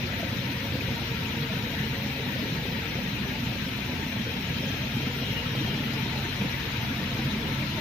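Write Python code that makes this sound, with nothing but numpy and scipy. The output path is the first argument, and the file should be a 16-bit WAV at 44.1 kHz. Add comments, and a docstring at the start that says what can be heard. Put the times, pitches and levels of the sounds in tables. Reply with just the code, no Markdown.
"""In a big metal warehouse a forklift works at low revs, heard through the two ports of a phone.
Its firing rate sags and recovers; shaft harmonics form the engine notes, a tooth tone the hydraulic whine,
and noise puffs at each firing the exhaust. Parked engines idle, motors hum on and off, resonances whirr,
a mast rattles, the tailpipe throbs and a brake squeaks as sliding notes.
Filtered noise fills the hall with a broad roar, almost mono in the bass and wide in the treble."""
import sys
import numpy as np
from scipy import signal
from scipy.fft import rfft, irfft, next_fast_len
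from scipy.io import wavfile
from scipy.ndimage import uniform_filter1d, map_coordinates

SR = 44100
rng = np.random.default_rng(int(sys.argv[2]) if len(sys.argv) > 2 else 0)


def dump(signal):
    """Clip the signal to [-1, 1] and save it as 16-bit WAV at the path in sys.argv[1]."""
    limited = np.clip(np.atleast_2d(signal).T, -1, 1)
    pcm = np.round(limited * 32767).astype(np.int16)
    wavfile.write(sys.argv[1], SR, pcm)


N = 344283
T = np.arange(N) / SR  # time [s]
M = next_fast_len(N, True)  # transform length [samples]
F = np.maximum(np.arange(M // 2 + 1) * SR / M, 1.)  # bin frequencies [Hz], kept above 0 for logarithms
LEFT_RIGHT = np.array([[1], [-1]])  # opposite signs for the two ports


def undb(db):
    """Decibel law: level to amplitude gain."""
    return np.exp(np.asarray(db) * (np.log(10) / 20))


def unit(x):
    """Normalisation: scaled to rms 1."""
    return x / np.sqrt(np.mean(x ** 2))


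def curves(table):
    """Linear interpolation: columns of a time table, one value per sample."""
    s, *columns = np.transpose(table)
    return [np.interp(T, s, c) for c in columns]


def over_hz(table):
    """Interpolation in log frequency: a (frequency, value) table on the spectrum's bins."""
    hz, value = np.transpose(table)
    return np.interp(np.log(F), np.log(hz), value)


def walk(rate):
    """Smooth random modulation: rate new values a second joined by cubics; spread near 1."""
    knots = rng.standard_normal(int(N / SR * rate) + 4)
    coarse = map_coordinates(knots, [1 + T[::32] * rate], order=3)
    return np.repeat(coarse, 32)[:N]


def held(start, length, fade_db_s):
    """Exponential fades: a dB shape that rises before the start, holds at 0 and falls after the end."""
    return -fade_db_s * np.maximum(np.maximum(start - T, T - start - length), 0)


def noise():
    """White noise: a fresh spectrum, equal power at every frequency on average."""
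    return rfft(rng.standard_normal(M))


def back(spectrum):
    """Inverse Fourier transform: spectrum to sound."""
    return irfft(spectrum, M)[..., :N]


def band(hz, width_hz):
    """Resonance: noise through one bell-shaped peak, at rms 1."""
    peak = 1 / (1 + ((F - hz) / (width_hz / 2)) ** 2)
    return unit(back(noise() * peak))


def tone(hz, db, waver_db, drift_hz):
    """Interference: a sine whose level and pitch waver as the hall's echoes shift."""
    phase = 2 * np.pi * (np.cumsum(hz + drift_hz * walk(3)) / SR + rng.random())
    return np.sqrt(2) * undb(db + waver_db * walk(2.556)) * np.sin(phase)


def engine(hz, orders, waver_db, unsteady):
    """Harmonic orders of one shaft rate; the speed hunts a little, so the upper ones blur and waver more."""
    hz = hz * (1 + unsteady * walk(4.08))
    return sum(tone(k * hz, db, waver_db * min(k / 6, 1), 0.096) for k, db in orders)


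# likeness of the two ports: (frequency [Hz], correlation [0-1])
LIKENESS = [(60, 0.97), (130, 0.98), (290, 0.92), (500, 0.82), (800, 0.78), (1100, 0.16), (1400, 0),
            (2500, 0.37), (4000, 0.1), (7000, 0)]


def wide():
    """Diffuse-field coherence: noise for two ports, alike in the bass, mostly unrelated in the treble."""
    alike = np.clip(over_hz(LIKENESS), 0, 1)
    common = np.sqrt(1 + alike) * noise()
    opposed = np.sqrt(1 - alike) * noise() * LEFT_RIGHT
    return common + opposed


# forklift firing rate, sagging under load and overshooting as it frees: (time [s], rate [Hz])
REVS = [(0, 30.55), (1.2, 30.61), (2.4, 30.37), (4.3, 29.36), (5.2, 30.97), (6, 31.39), (6.8, 30.79),
        (7.81, 30.44)]
# columns of the three lists below: (rumble, middle, hiss, tilt of the top octave)
REVS_DB_PER_HZ = [0.27, 0.53, 0.42, 0]  # change with firing rate [dB per Hz]
TURN_DB = [0, 3, 0.5, -4.5]  # change over the whole turn of the phone [dB]
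FACING_DB = [-0.17, -0.7, 0.45, 3]  # before the turn, with the engine at IDLE_HZ [dB]
TURN_START_S, TURN_END_S, IDLE_HZ = 3.9, 8.3, 31


def swells():
    """Linear level law: rumble, middle, hiss and top tilt follow the revs and the turn of the phone."""
    turned = np.clip((T - TURN_START_S) / (TURN_END_S - TURN_START_S), 0, 1)
    faster_hz = curves(REVS)[0] - IDLE_HZ
    columns = zip(FACING_DB, TURN_DB, REVS_DB_PER_HZ)
    return [facing + turn * turned + revs * faster_hz for facing, turn, revs in columns]


# colour of the low and high roar: (frequency [Hz], relative level [dB per Hz])
RUMBLE = [(30, -45), (45, -32), (65, -10), (85, -2), (120, -2.5), (210, 0), (260, -2), (340, -13.5),
          (420, -12), (520, -18), (700, -18), (1000, -34), (1300, -39), (3000, -85)]
HISS = [(500, -13), (1100, -7.5), (1600, -2.5), (2300, -1), (3300, -4), (4100, -4.5), (4500, -11.5),
        (5800, -12), (6100, -17.5), (6800, -18), (7200, -36), (10500, -29.5), (13500, -20), (15600, -31)]
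RUMBLE_DB, HISS_DB = -34.5, -36  # before the swells
# narrow peaks in the roar: (frequency [Hz], width [Hz], level before the swells [dB])
RING = [(933, 154, -50), (888, 54, -54.5), (537, 38, -53), (485, 38, -54.5), (1330, 53, -54.5),
        (2480, 130, -54.5), (3890, 120, -58), (8280, 1200, -70.5)]


def roar():
    """Band-wise modulation: noise bands flicker, the bass in shared surges, the treble most of all."""
    rumble_db, middle_db, hiss_db, tilt_db = swells()
    low, high = (unit(undb(over_hz(t))) for t in (RUMBLE, HISS))
    colour = np.hypot(undb(RUMBLE_DB) * low, undb(HISS_DB) * high)
    for hz, width_hz, db in RING:
        peak = unit(1 / (1 + ((F - hz) / (width_hz / 2)) ** 2))
        colour = np.hypot(colour, undb(db) * peak)
    pair = wide() * colour / np.sqrt(2)
    # third octaves in the bass, evenly spaced bands above
    centres = np.r_[25 * 2 ** (np.arange(0, 17) / 3), np.arange(1300, 4000, 400), np.arange(4100, 16400, 700)]
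    place = np.interp(F, centres, np.arange(len(centres)))
    out, shared, surge = 0, walk(24), walk(14)
    for k, hz in enumerate(centres):
        # neighbouring bands cross over so that their gains add to 1
        part = back(pair * np.cos(np.pi / 2 * np.clip(place - k, -1, 1)) ** 2)
        treble = np.clip(np.log2(hz / 3000) / 1.8, 0, 1)
        if hz < 600:
            db = rumble_db
        elif hz < 1500:
            db = middle_db
        else:
            db = hiss_db + tilt_db * np.clip(np.log2(hz / 12500) * 4, -.4, 1) * (hz > 9000)
        if hz > 1000:  # each port flickers on its own
            own = (1.65 + 1.43 * treble) * np.array([walk(48), walk(48)])
        else:
            own = 1.5 * walk(12) + .7 * surge
        slow = (.8 if hz < 1500 else .35) * walk(1.48)
        out = out + part * undb(db + slow + own + 0.39 * treble * shared)
    return out


# colour of the tailpipe thud and silencer gurgle: (frequency [Hz], relative level [dB per Hz])
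THUD = [(60, -53), (100, 2.5), (220, 0), (320, -4), (450, -48), (1500, -90)]
GURGLE = [(240, -35), (320, -1), (550, -4), (750, -5.5), (1000, -26), (1400, -37), (3000, -90)]
THUD_DB, GURGLE_DB = -40, -46.5
CHUG_SPREAD_DB, CHUG_SHARE = 6, 0.26  # unevenness of firings; decay as a share of the firing period


def chug(hz, colour, db):
    """Pulsed flow noise: a puff at each firing; strong and weak firings come in uneven runs."""
    cycles = np.cumsum(hz) / SR
    strength = np.tanh(np.convolve(rng.standard_normal(400), [.25, .9, .25], "same"))
    puffs = undb(CHUG_SPREAD_DB * strength[cycles.astype(int)]) * np.exp(-(cycles % 1) / CHUG_SHARE)
    puffs = uniform_filter1d(puffs, size=260)  # rounds the onsets
    return undb(db) * unit(puffs * back(wide() * undb(over_hz(colour))))


# spread of the echo patches: (frequency [Hz], spread [dB])
PATCHES = [(60, -1), (250, 3), (600, 5), (1000, 3.5), (1600, 4), (3000, 1.1), (5000, 3.5), (8000, 5),
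           (12000, 3.5), (15500, 3.5)]


def patchy(x):
    """Echo interference: narrow patches, some 40 Hz by 40 ms, brighten and hollow; alike in the bass."""
    hz, _, cells = signal.stft(x, SR, nperseg=2048, noverlap=1536)
    field = uniform_filter1d(rng.standard_normal(cells.shape), size=2, axis=1)
    field = uniform_filter1d(field, size=3, axis=2)
    field[1, hz < 1100] = field[0, hz < 1100]  # both ports share the bass patches
    patch_hz, patch_db = np.transpose(PATCHES)
    spread_db = np.interp(np.log(hz + 1), np.log(patch_hz), patch_db)[:, None]
    gain = undb(spread_db * unit(field))
    gain /= np.sqrt(np.mean(gain ** 2, axis=2, keepdims=True))
    return signal.istft(cells * gain, SR, nperseg=2048, noverlap=1536)[1][:, :N]


# forklift engine: (multiple of the firing rate, level [dB])
LIFT_ORDERS = [(1, -74), (2, -50), (3, -49), (4, -56.5), (5, -53.5), (6, -61), (7, -50), (8, -70),
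               (9, -57.5)]
# hydraulic pump working: (start [s], length [s], whine level [dB])
PUMP_RUNS = [(0, 0.56, -56), (.85, 0.29, -49.5), (1.3, 0.84, -47.5), (2.46, 0.39, -48),
             (5.052, 0.78, -53.5), (6.6, 0.54, -53)]
PUMP_TEETH, PUMP_FADE_DB_S = 15, 88  # tooth meshes per firing; fade [dB per s]


def forklift():
    """Harmonic and tooth-meshing tones: firing orders, pump whine and its octave; exhaust puffs apart."""
    hz, = curves(REVS)
    pump_db = np.max([db + held(s, length, PUMP_FADE_DB_S) for s, length, db in PUMP_RUNS], axis=0)
    teeth_hz = PUMP_TEETH * hz * (1 + .009 * walk(30))
    whine = tone(teeth_hz, pump_db + 4 * walk(14), 1.5, 1)
    octave = tone(2 * teeth_hz, pump_db - 14, 1.5, 3.52)
    puffs = chug(hz, THUD, THUD_DB) + chug(hz, GURGLE, GURGLE_DB)
    return engine(hz, LIFT_ORDERS, 3.9, 0.0033) + whine + octave, puffs


# two parked engines: (multiple of the crank rate, level [dB])
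TRUCK_ORDERS = [(4, -57), (6, -51), (8, -49), (12, -51.5), (14, -53.5), (15, -72), (16, -54.5), (20, -58.5)]
IDLER_ORDERS = [(5, -51.5), (8, -46), (10, -64), (16, -49.5), (18, -59.5)]
TRUCK_HZ, IDLER_HZ = 14.98, 15.31  # mean crank rates


def parked_engines():
    """Harmonic series: two idling engines sound multiples of nearly equal crank rates."""
    truck = engine(TRUCK_HZ, TRUCK_ORDERS, 2.7, 0.001)
    idler = engine(IDLER_HZ, IDLER_ORDERS, 1.6, 0.0012)
    return truck + idler


# motor hums: (start [s], length [s], pitch [Hz], glide [Hz per s], level [dB])
HUMS = [(0, 4.2, 133.4, 0.19, -42), (4.5, 3.6, 134.9, .1, -39), (0.5, 4, 44.5, 0.13, -55.5),
        (5, 4.01, 44.6, -0.11, -50), (-0.5, 1.49, 74.5, 1.1, -57), (0, 1.1, 105.5, -0.96, -41.5),
        (1, 0.5, 88, -0.38, -58), (5, 1.39, 105, -1.23, -50)]
HUM_FADE_DB_S = 30


def hums():
    """Pure tones: motor hums that come and go, each gliding slowly and throbbing irregularly."""
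    out = 0
    for s, length, hz, glide, db in HUMS:
        level_db = db + held(s, length, HUM_FADE_DB_S) + 1.3 * walk(9)
        out = out + tone(hz + glide * (T - s), level_db, 0.31, 0.09)
    return out


# narrow rough whirrs: (start [s], length [s], frequency [Hz], width [Hz], level [dB])
WHIRRS = [(.1, 0.57, 547, 61, -48), (1.105, 0.62, 954, 60, -52.5), (1.25, .8, 214.4, 12, -40),
          (2.05, 0.22, 553, 17, -47.5), (3, 0.37, 433, 89, -57), (3.05, 0.35, 205, 16, -46),
          (5.1, .5, 482, 68.6, -50.5), (6.95, 0.32, 526, 51, -53), (7.15, 0.33, 219, 27, -38),
          (7.098, 0.63, 302, 45, -43.5)]
WHIRR_FADE_DB_S = 69


def whirrs():
    """Resonance: noise in narrow peaks that come and go."""
    return sum(undb(db + held(s, length, WHIRR_FADE_DB_S)) * band(hz, width_hz)
               for s, length, hz, width_hz, db in WHIRRS)


# mast knocks: (time [s], level before the ring's own level [dB])
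RATTLES = [(.12, -46), (.5, -49), (1.05, -53), (1.75, -41.5), (2.279, -45), (2.74, -47)]
# ring of the mast: (frequency [Hz], width [Hz], relative level [dB])
MAST = [(1490, 120, -12), (1810, 370, 5)]
MAST_RISE_S, MAST_T60_S = 0.0043, 0.94  # T60: time to fall 60 dB in the hall


def rattles():
    """Reverberant decay: far metal knocks, heard as short swells of the mast's ring."""
    shape = 0
    for s, db in RATTLES:
        rise = np.clip((T - s) / MAST_RISE_S, 0, 1)
        shape = shape + undb(db) * rise * undb(-60 * np.clip(T - s, 0, 9) / MAST_T60_S)
    ring = [sum(undb(db) * band(hz, width_hz) for hz, width_hz, db in MAST) for _ in range(2)]
    return shape * np.array(ring)


# the hardest exhaust throbs: (time [s], level before THROB_DB is added [dB], pitch [Hz])
THROBS = [(0.898, -24.5, 241), (1.397, -16, 146), (1.769, -20, 207), (1.799, -17, 130), (1.903, -19, 141),
          (2.574, -20, 138.3), (3.461, -23, 118), (4.366, -22, 151), (4.49, -21, 140), (4.55, -20.5, 135),
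          (4.678, -23, 130), (4.855, -23.5, 212), (4.945, -16, 139), (5.068, -18, 220), (5.298, -18, 131.5),
          (5.568, -17, 126), (5.64, -21, 130), (5.78, -20, 130), (6.091, -21, 137), (6.411, -17.5, 189),
          (6.779, -17.5, 123), (6.903, -19, 253), (6.979, -22, 128), (7.022, -28, 137.2),
          (7.251, -17.5, 141.7), (7.279, -18, 210), (7.441, -27, 145.3), (7.599, -26, 136),
          (7.727, -18, 140)]
THROB_RISE_S, THROB_FALL_S, THROB_DB = 0.0055, 0.0072, -8


def throbs():
    """Damped oscillation: short low thumps, a cycle or two of the tailpipe's ring."""
    out, late = np.zeros(N + SR), T[:SR // 10]
    shape = late / THROB_RISE_S * np.exp(1 - late / THROB_FALL_S)
    for s, db, hz in THROBS:
        out[int(s * SR):][:len(late)] += undb(db + THROB_DB) * shape * np.sin(2 * np.pi * hz * late)
    return out[:N]


# brake squeaks: (start [s], length [s], pitch [Hz], glide [Hz per s], jitter spread [Hz], level [dB])
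SQUEAKS = [(4.17, .22, 3165, 20, 25, -47), (4.52, .3, 3165, 30, 25, -45.5), (4.95, .17, 3185, -60, 25, -45),
           (5.13, .2, 3265, -200, 30, -46.5), (5.21, .09, 2970, -1000, 55, -44.5),
           (5.29, .1, 2885, -250, 45, -43.5), (5.44, .26, 3215, -220, 35, -44.5),
           (5.44, .34, 2875, 50, 30, -48), (5.9, .16, 3190, 0, 25, -49), (5.84, .14, 2990, -100, 40, -48)]
SQUEAK_ATTACK_S, SQUEAK_T60_S = .018, .4
SQUEAK_PAN_DB = -1  # left minus right: the brake is a little off to the right, before the port response


def squeaks():
    """Stick-slip: brake notes slide, jitter and flutter, with a hall tail; each port has its own echo mix."""
    out = np.zeros((2, N))
    for s, length, hz, glide, jitter_hz, db in SQUEAKS:
        tail = undb(-60 * np.clip(T - s - length, 0, 9) / SQUEAK_T60_S)
        shape = np.clip((T - s) / SQUEAK_ATTACK_S, 0, 1) * tail
        sliding_hz = hz + glide * np.clip(T - s, 0, length)
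        notes = [tone(sliding_hz + jitter_hz * walk(300), db + 3.5 * walk(24), .5, 3.0) for _ in range(2)]
        out += shape * np.array(notes)
    return out * undb(SQUEAK_PAN_DB / 2 * LEFT_RIGHT)


def scene():
    """Superposition: all sources add at the two ports."""
    lift, puffs = forklift()
    centred = lift + parked_engines() + hums() + throbs() + whirrs()
    return centred + squeaks() + rattles() + patchy(puffs + roar())


# port response: (frequency [Hz], left minus right [dB])
PORTS = [(60, -.5), (380, -.5), (700, 0), (1100, 1.5), (1500, 4.5), (2400, 9.5), (3600, 6.5), (4500, 3.5),
         (6000, 2.5), (7400, 7), (10000, 8.5), (12000, 7.5), (13500, 9), (15300, 21)]
RIGHT_LAG_S = 6e-5  # the left port is a little nearer the engines
TOP_HZ = 15540


def record(dry):
    """Level and arrival-time differences: the left port is brighter and slightly early; the top is cut."""
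    balance = undb(over_hz(PORTS) / 2 * LEFT_RIGHT)
    lag = np.exp(-2j * np.pi * F * RIGHT_LAG_S * np.array([[0], [1]]))
    ports = back(rfft(dry, M) * balance * lag)
    top_cut = signal.ellip(16, .3, 80, TOP_HZ, fs=SR, output="sos")
    return signal.sosfilt(top_cut, ports)


dry = scene()
out = record(dry)
dump(out)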